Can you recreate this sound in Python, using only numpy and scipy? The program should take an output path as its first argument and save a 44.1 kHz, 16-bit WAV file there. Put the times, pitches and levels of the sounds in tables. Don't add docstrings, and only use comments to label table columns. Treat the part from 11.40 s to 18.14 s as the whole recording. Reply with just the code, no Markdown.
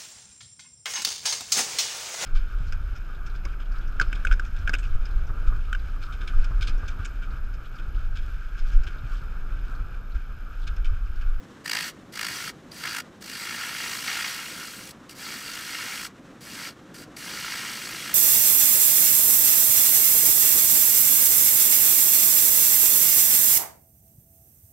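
import sys
import numpy as np
from scipy import signal
from scipy.fft import rfft, irfft
from scipy.io import wavfile

SR = 44100
rng = np.random.default_rng(int(sys.argv[2]) if len(sys.argv) > 2 else 0)


def unload_audio(sound):
    columns = np.transpose(np.atleast_2d(sound))
    steps = np.round(np.clip(columns, -1, 1) * 32767)
    wavfile.write(sys.argv[1], SR, steps.astype(np.int16))


N = 297234
TIME = np.arange(N) / SR
BINS_HZ = np.fft.rfftfreq(4096, 1 / SR)


def undb(db):
    return 10 ** (np.asarray(db) / 20)


def unit(x):
    return x / np.std(x)


def walk(rate):
    count = 8192
    hz = np.fft.rfftfreq(count, TIME[-1] / count)
    spectrum = rfft(rng.standard_normal(count)) / (1 + (hz / rate) ** 4)
    slow = unit(irfft(spectrum))
    return np.interp(TIME, np.linspace(0, TIME[-1], count), slow)


def curves(table):
    s, *columns = np.transpose(table)
    return [np.interp(TIME, s, column) for column in columns]


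def slope(points):
    hz, db = np.transpose(points)
    return np.interp(np.log(BINS_HZ + 1), np.log(hz), db)


def response(db):
    cepstrum = irfft(db * np.log(10) / 20)
    half = len(cepstrum) // 2
    cepstrum[1:half] *= 2
    cepstrum[half + 1:] = 0
    return irfft(np.exp(rfft(cepstrum)))


def ring(x, h):
    return signal.fftconvolve(x, h / np.linalg.norm(h))[:N]


def band(x, low_hz, high_hz):
    edges_hz = [low_hz, min(high_hz, SR / 2 - 100)]
    return signal.sosfilt(signal.butter(3, edges_hz, "band", fs=SR, output="sos"), x)


# t/s, level/dB
RUMBLE_SWELL = [(0, -48), (1.4, -48), (3, -49.5), (4.7, -49.5), (5.5, -47.5), (6.74, -48)]
# f/Hz, relative gain/dB
RUMBLE_SPECTRUM = [(20, -18), (45, -10), (85, -8), (140, -2), (205, 0.5), (250, -1.5), (300, 0),
                   (420, -8.5), (520, -7), (640, -13), (740, -13.5), (880, -18), (1500, -48)]
# f/Hz, relative gain/dB
BEARING_SPECTRUM = [(500, -21.5), (900, -6.5), (1100, -1), (1650, -4), (2400, -11.5), (3900, -14.5),
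                    (4800, -20), (5500, -17.5), (7800, -21), (10000, -31), (15000, -37)]
# f/Hz, peak level/dB
DRIVE_WHINE = [(10799, -83), (11230, -89), (11531, -94)]


def lathe(bearings_db):
    rumble_db = curves(RUMBLE_SWELL)[0] + 1.18 * walk(rate=21)
    rumble = ring(rng.standard_normal(N), response(slope(RUMBLE_SPECTRUM))) * undb(rumble_db)
    hiss_db = bearings_db + 1.3 * walk(rate=25)
    bearings = ring(rng.standard_normal(N), response(slope(BEARING_SPECTRUM))) * undb(hiss_db)
    whine = np.zeros(N)
    for hz, db in DRIVE_WHINE:
        turns = np.cumsum(hz + 22 * walk(rate=40)) / SR
        whine += undb(db) * np.sin(2 * np.pi * turns)
    return rumble + bearings + whine


def workshop(x, t60_s, wet_db):
    t = TIME[:SR // 2]
    gap_s = .004
    tail = rng.standard_normal(len(t)) * undb(-60 * t / t60_s) * (t > gap_s)
    tail = signal.sosfilt(signal.butter(1, 6000, fs=SR, output="sos"), tail)
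    return x + undb(wet_db) * ring(x, tail)


# t/s, level of the scrape/dB
SHAFT_KNOCKS = [(.314, -41), (0.828, -33), (0.845, -28), (1.317, -36.5), (3.695, -48), (5.765, -38)]


def knocks(ring_hz, width_hz, decay_s):
    push = np.zeros(N)
    for s, db in SHAFT_KNOCKS:
        push += undb(db) * (TIME >= s) * np.exp(-np.abs(TIME - s) / decay_s)
    shaft_db = -10 * np.log10(1 + (2 * (BINS_HZ - ring_hz) / width_hz) ** 2)
    return ring(push * rng.standard_normal(N), response(shaft_db))


def fibres(per_second, spread_db, rub_db, flutter_db):
    snaps = (rng.random(N) < per_second / SR) * rng.standard_normal(N)
    size = undb(spread_db * np.minimum(rng.exponential(size=N), 5))
    rub = undb(rub_db) * rng.standard_normal(N)
    grain = unit(unit(snaps * size) + rub)
    return grain * undb(flutter_db * walk(rate=105))


def seam(turns, tick_db):
    hits = np.flatnonzero(np.diff(np.floor(turns)) > 0)
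    ticks = np.zeros(N)
    ticks[hits] = undb(tick_db)
    return band(ticks, 930, 1800)


def boost(x, hz, width_hz, db):
    return x + (undb(db) - 1) * signal.lfilter(*signal.iirpeak(hz, hz / width_hz, fs=SR), x)


# f/Hz,
# width/Hz, mean gain/dB
BODY_RESONANCES = [(990, 95, 3), (1466, 91, -1), (1650, 64, 0.5), (1860, 22, 4.5), (2117, 80, 4.5),
                   (2268, 42, 5), (2490, 48, 2.5), (2857, 78, 2.5), (2773, 100, 6), (3305, 100, 4.5),
                   (4430, 140, 2.5), (4770, 330, -0.5), (5860, 67, 6), (6890, 160, 3.5), (7980, 164, 6),
                   (8410, 140, 4), (9070, 160, 2.5), (11630, 300, 3.5)]
# f/Hz, width/Hz
GRIPPED_MODES = [(1395, 250), (1740, 77), (4740, 230)]


def resonate(x, modes_db, wander_db, grip_db):
    for hz, width_hz, db in BODY_RESONANCES:
        x = boost(x, hz, width_hz, db + wander_db * walk(rate=20))
    for (hz, width_hz), db in zip(GRIPPED_MODES, modes_db):
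        x = boost(x, hz, width_hz, db + grip_db * walk(rate=7.2))
    return x


THROB_DB, THROB_WAVER_DB = 0.8, 1
# worst at t/s, build-up/s, extra throb/dB, extra bite/dB
CHATTER_BOUTS = [(.261, 0.022, 4.5, 8), (.316, 0.029, 5, 1.5), (0.363, 0.066, 0.5, 8),
                 (.765, 0.061, 3, 7.5), (.84, 0.056, 3.5, 3.5), (1.45, 0.022, 2.5, 9.5),
                 (1.585, 0.06, 2.5, 0), (2.24, 0.12, 2, 3.5), (3.5, 0.084, 2.5, 1)]
CHATTER_SETTLES_S = 0.057


def chatter():
    throb_db = THROB_DB + THROB_WAVER_DB * walk(rate=3.1)
    dig_db = np.zeros(N)
    for s, build_s, bounce_db, bite_db in CHATTER_BOUTS:
        swell = np.interp(TIME, [s - build_s, s, s + CHATTER_SETTLES_S], [0, 1, 0])
        throb_db += bounce_db * np.sqrt(swell)
        dig_db += bite_db * swell
    return throb_db, dig_db


# touch/s, lift/s, release/s, full level/dB before feed, lighter at touch by/dB,
# lean-in time constant/s, gain of the blank's low mode/dB
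GOUGE_PASSES = [(0.248, 0.479, 0.047, -36.5, 10.5, 0.05, -0.5), (0.726, 1.085, 0.039, -37, 11, 0.057, 1),
                (1.316, 1.59, 0.037, -36, 14, 0.1, 5.5), (1.813, 3.509, 0.022, -35.5, 11, 0.078, 1.9),
                (3.696, 3.699, .07, -43.5, 1, .05, 0), (3.753, 4.655, .039, -39, 13.5, 0.036, 3.5),
                (5.01, 5.258, 0.083, -36.5, 11, 0.15, 3), (5.544, 5.631, 0.031, -46, 0.5, 0.1, 6.5),
                (5.768, 6.8, .03, -37.5, 5, 0.085, 1)]
# t/s, extra level/dB, extra bite/dB
HAND_FEED = [
    [(2.33, -2, 0), (2.48, 1, -.5), (2.63, 0.1, -5.5), (2.68, 1.5, 1.5), (2.88, 0.3, 0.5), (3.02, -3.2, 0),
     (3.25, -4, -2.3), (3.48, -7, -5.5)],
    [(3.9, .6, -0.5), (4.03, -0.6, -1.1), (4.29, 1.15, -0.5), (4.4, 1.5, 2), (4.5, 2.5, -0.3),
     (4.66, 3, -5)],
    [(5.9, 0.5, -1.1), (6.1, 0.5, 2), (6.28, 0.9, 0), (6.4, 0.5, -3.5), (6.74, 0.6, 0)],
]
# gain free at touch/dB, gain bedded in/dB
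MODE_BEDDING = [(1.8, -9.5), (5, -3.5)]
BEDDING_S = 1
CONTACT_S, CLEAR_DB = 0.0087, 32
JOLT_DB, JOLT_S = 3.5, .008
BITE_DB, BITE_AT_LEVEL_DB, BITE_DB_PER_DB = 0.86, -37.5, 0.58
SCRAPE_DB, SCRAPE_S = 2, 0.07


def passes():
    gain, bite_db, low_db, age_s = np.zeros((4, N))
    for touch, lift, release_s, full_db, light_db, lean_s, mode_db in GOUGE_PASSES:
        since = np.maximum(TIME - touch, 0)
        level_db = full_db - light_db * np.exp(-since / lean_s)
        deeper_db = 0
        for feed in HAND_FEED:
            if touch < feed[0][0] < lift:
                extra_db, deeper_db = curves(feed)
                level_db = level_db + extra_db
        approach = np.maximum(touch - TIME, 0) / CONTACT_S
        departure = (np.maximum(TIME - lift, 0) / release_s) ** 2
        jolt_db = JOLT_DB * np.exp(-since / JOLT_S)
        gain += undb(level_db + jolt_db - CLEAR_DB * (approach + departure))

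        pass_bite_db = BITE_DB + BITE_DB_PER_DB * (level_db - BITE_AT_LEVEL_DB) + deeper_db
        pass_bite_db = pass_bite_db - SCRAPE_DB * np.exp(-since / SCRAPE_S)
        begun = TIME > touch - CONTACT_S
        bite_db[begun] = pass_bite_db[begun]
        low_db[begun] = mode_db
        age_s[begun] = since[begun]
    free = np.exp(-age_s / BEDDING_S)
    upper_db = [bedded_db + (free_db - bedded_db) * free for free_db, bedded_db in MODE_BEDDING]
    return 20 * np.log10(gain + 1e-6), bite_db, [low_db, *upper_db]


# t/s, turns per second
SPINDLE_SPEED = [(0, 54.35), (2.8, 54.3), (3.05, 55.6), (3.4, 54.6), (4.1, 54.2), (4.35, 52.4), (4.7, 55),
                 (5.2, 54.6), (5.8, 54), (6.74, 53.7)]
HIGH_SIDE_TURNS = .18
# low f/Hz, high f/Hz, snaps per second, relative level/dB,
# share of the bite, flutter/dB, end grain swing/dB (before the riding factor)
CUT_PARTS = [(203, 2210, 1500, 0.87, 1.0, 1.0, 8.5), (2267, 3470, 2100, -0.5, 0.78, 1.5, 3),
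             (3620, 6630, 7000, 0, 0.51, 1.45, 3.5), (6560, 24700, 13000, 1.5, 0.032, 0.5, 2)]
# f/Hz, relative gain/dB
SHAVING_COLOUR = [(300, -33.5), (650, -17), (900, -10), (1170, -9.5), (1350, 0.5), (1800, 1), (2400, -3),
                  (3600, -5.5), (4700, -3), (6500, -9.5), (9000, -12), (10500, -14), (12700, -16.5),
                  (14300, -15.5)]
# f/Hz, width/Hz, gain/dB
COLOUR_DETAILS = [(1530, 94, -4), (2655, 190, -3), (2840, 120, 0.5), (7700, 160, 3)]
TEARING_DB, TEARING_SWINGS_PER_S = .4, 75


def cutting(end_grain_turns, bounce_db):
    level_db, bite_db, modes_db = passes()
    throb_db, dig_db = chatter()
    bite_db = bite_db + dig_db
    turns = np.cumsum(curves(SPINDLE_SPEED)[0]) / SR - HIGH_SIDE_TURNS
    angle = 2 * np.pi * turns
    high_side = 1.16 * np.cos(angle) + 0.24 * np.cos(2 * angle)
    press_db = level_db + throb_db * high_side + 0.25 * np.cos(2 * angle)
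    press_db = press_db + TEARING_DB * walk(rate=TEARING_SWINGS_PER_S)

    riding = np.clip(0.5 - (throb_db / bounce_db) ** 2, 0, 1)
    end_grain = riding * np.cos(angle - 2 * np.pi * end_grain_turns)
    seam_turns = turns - end_grain_turns + .04 * walk(rate=16)
    force = seam(seam_turns, tick_db=18.0) * riding * undb(level_db + 0.63 * bite_db)

    for low_hz, high_hz, per_second, db, share, flutter_db, swing_db in CUT_PARTS:
        grain = fibres(per_second, spread_db=-2.2, rub_db=4.5, flutter_db=flutter_db)
        part_db = db + press_db + share * bite_db + swing_db * end_grain
        force = force + band(grain, low_hz, high_hz) * undb(part_db)

    colour_db = slope(SHAVING_COLOUR)
    for hz, width_hz, db in COLOUR_DETAILS:
        colour_db = colour_db + db / (1 + (2 * (BINS_HZ - hz) / width_hz) ** 2)
    return resonate(ring(force, response(colour_db)), modes_db, wander_db=1.5, grip_db=1.5)


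def scene():
    machine = lathe(bearings_db=-55.0)
    shaft = knocks(ring_hz=4770, width_hz=250, decay_s=0.004)
    tool = cutting(end_grain_turns=.47, bounce_db=4.5) + shaft
    mono = workshop(tool, t60_s=0.13, wet_db=-23.0) + machine
    return np.array([mono, mono])


TOP_HZ = 15700


def record(dry):
    soft = signal.sosfilt(signal.butter(12, 15200, fs=SR, output="sos"), dry)
    return signal.sosfilt(signal.ellip(10, .2, 80, TOP_HZ, fs=SR, output="sos"), soft)


dry = scene()
out = record(dry)
unload_audio(out)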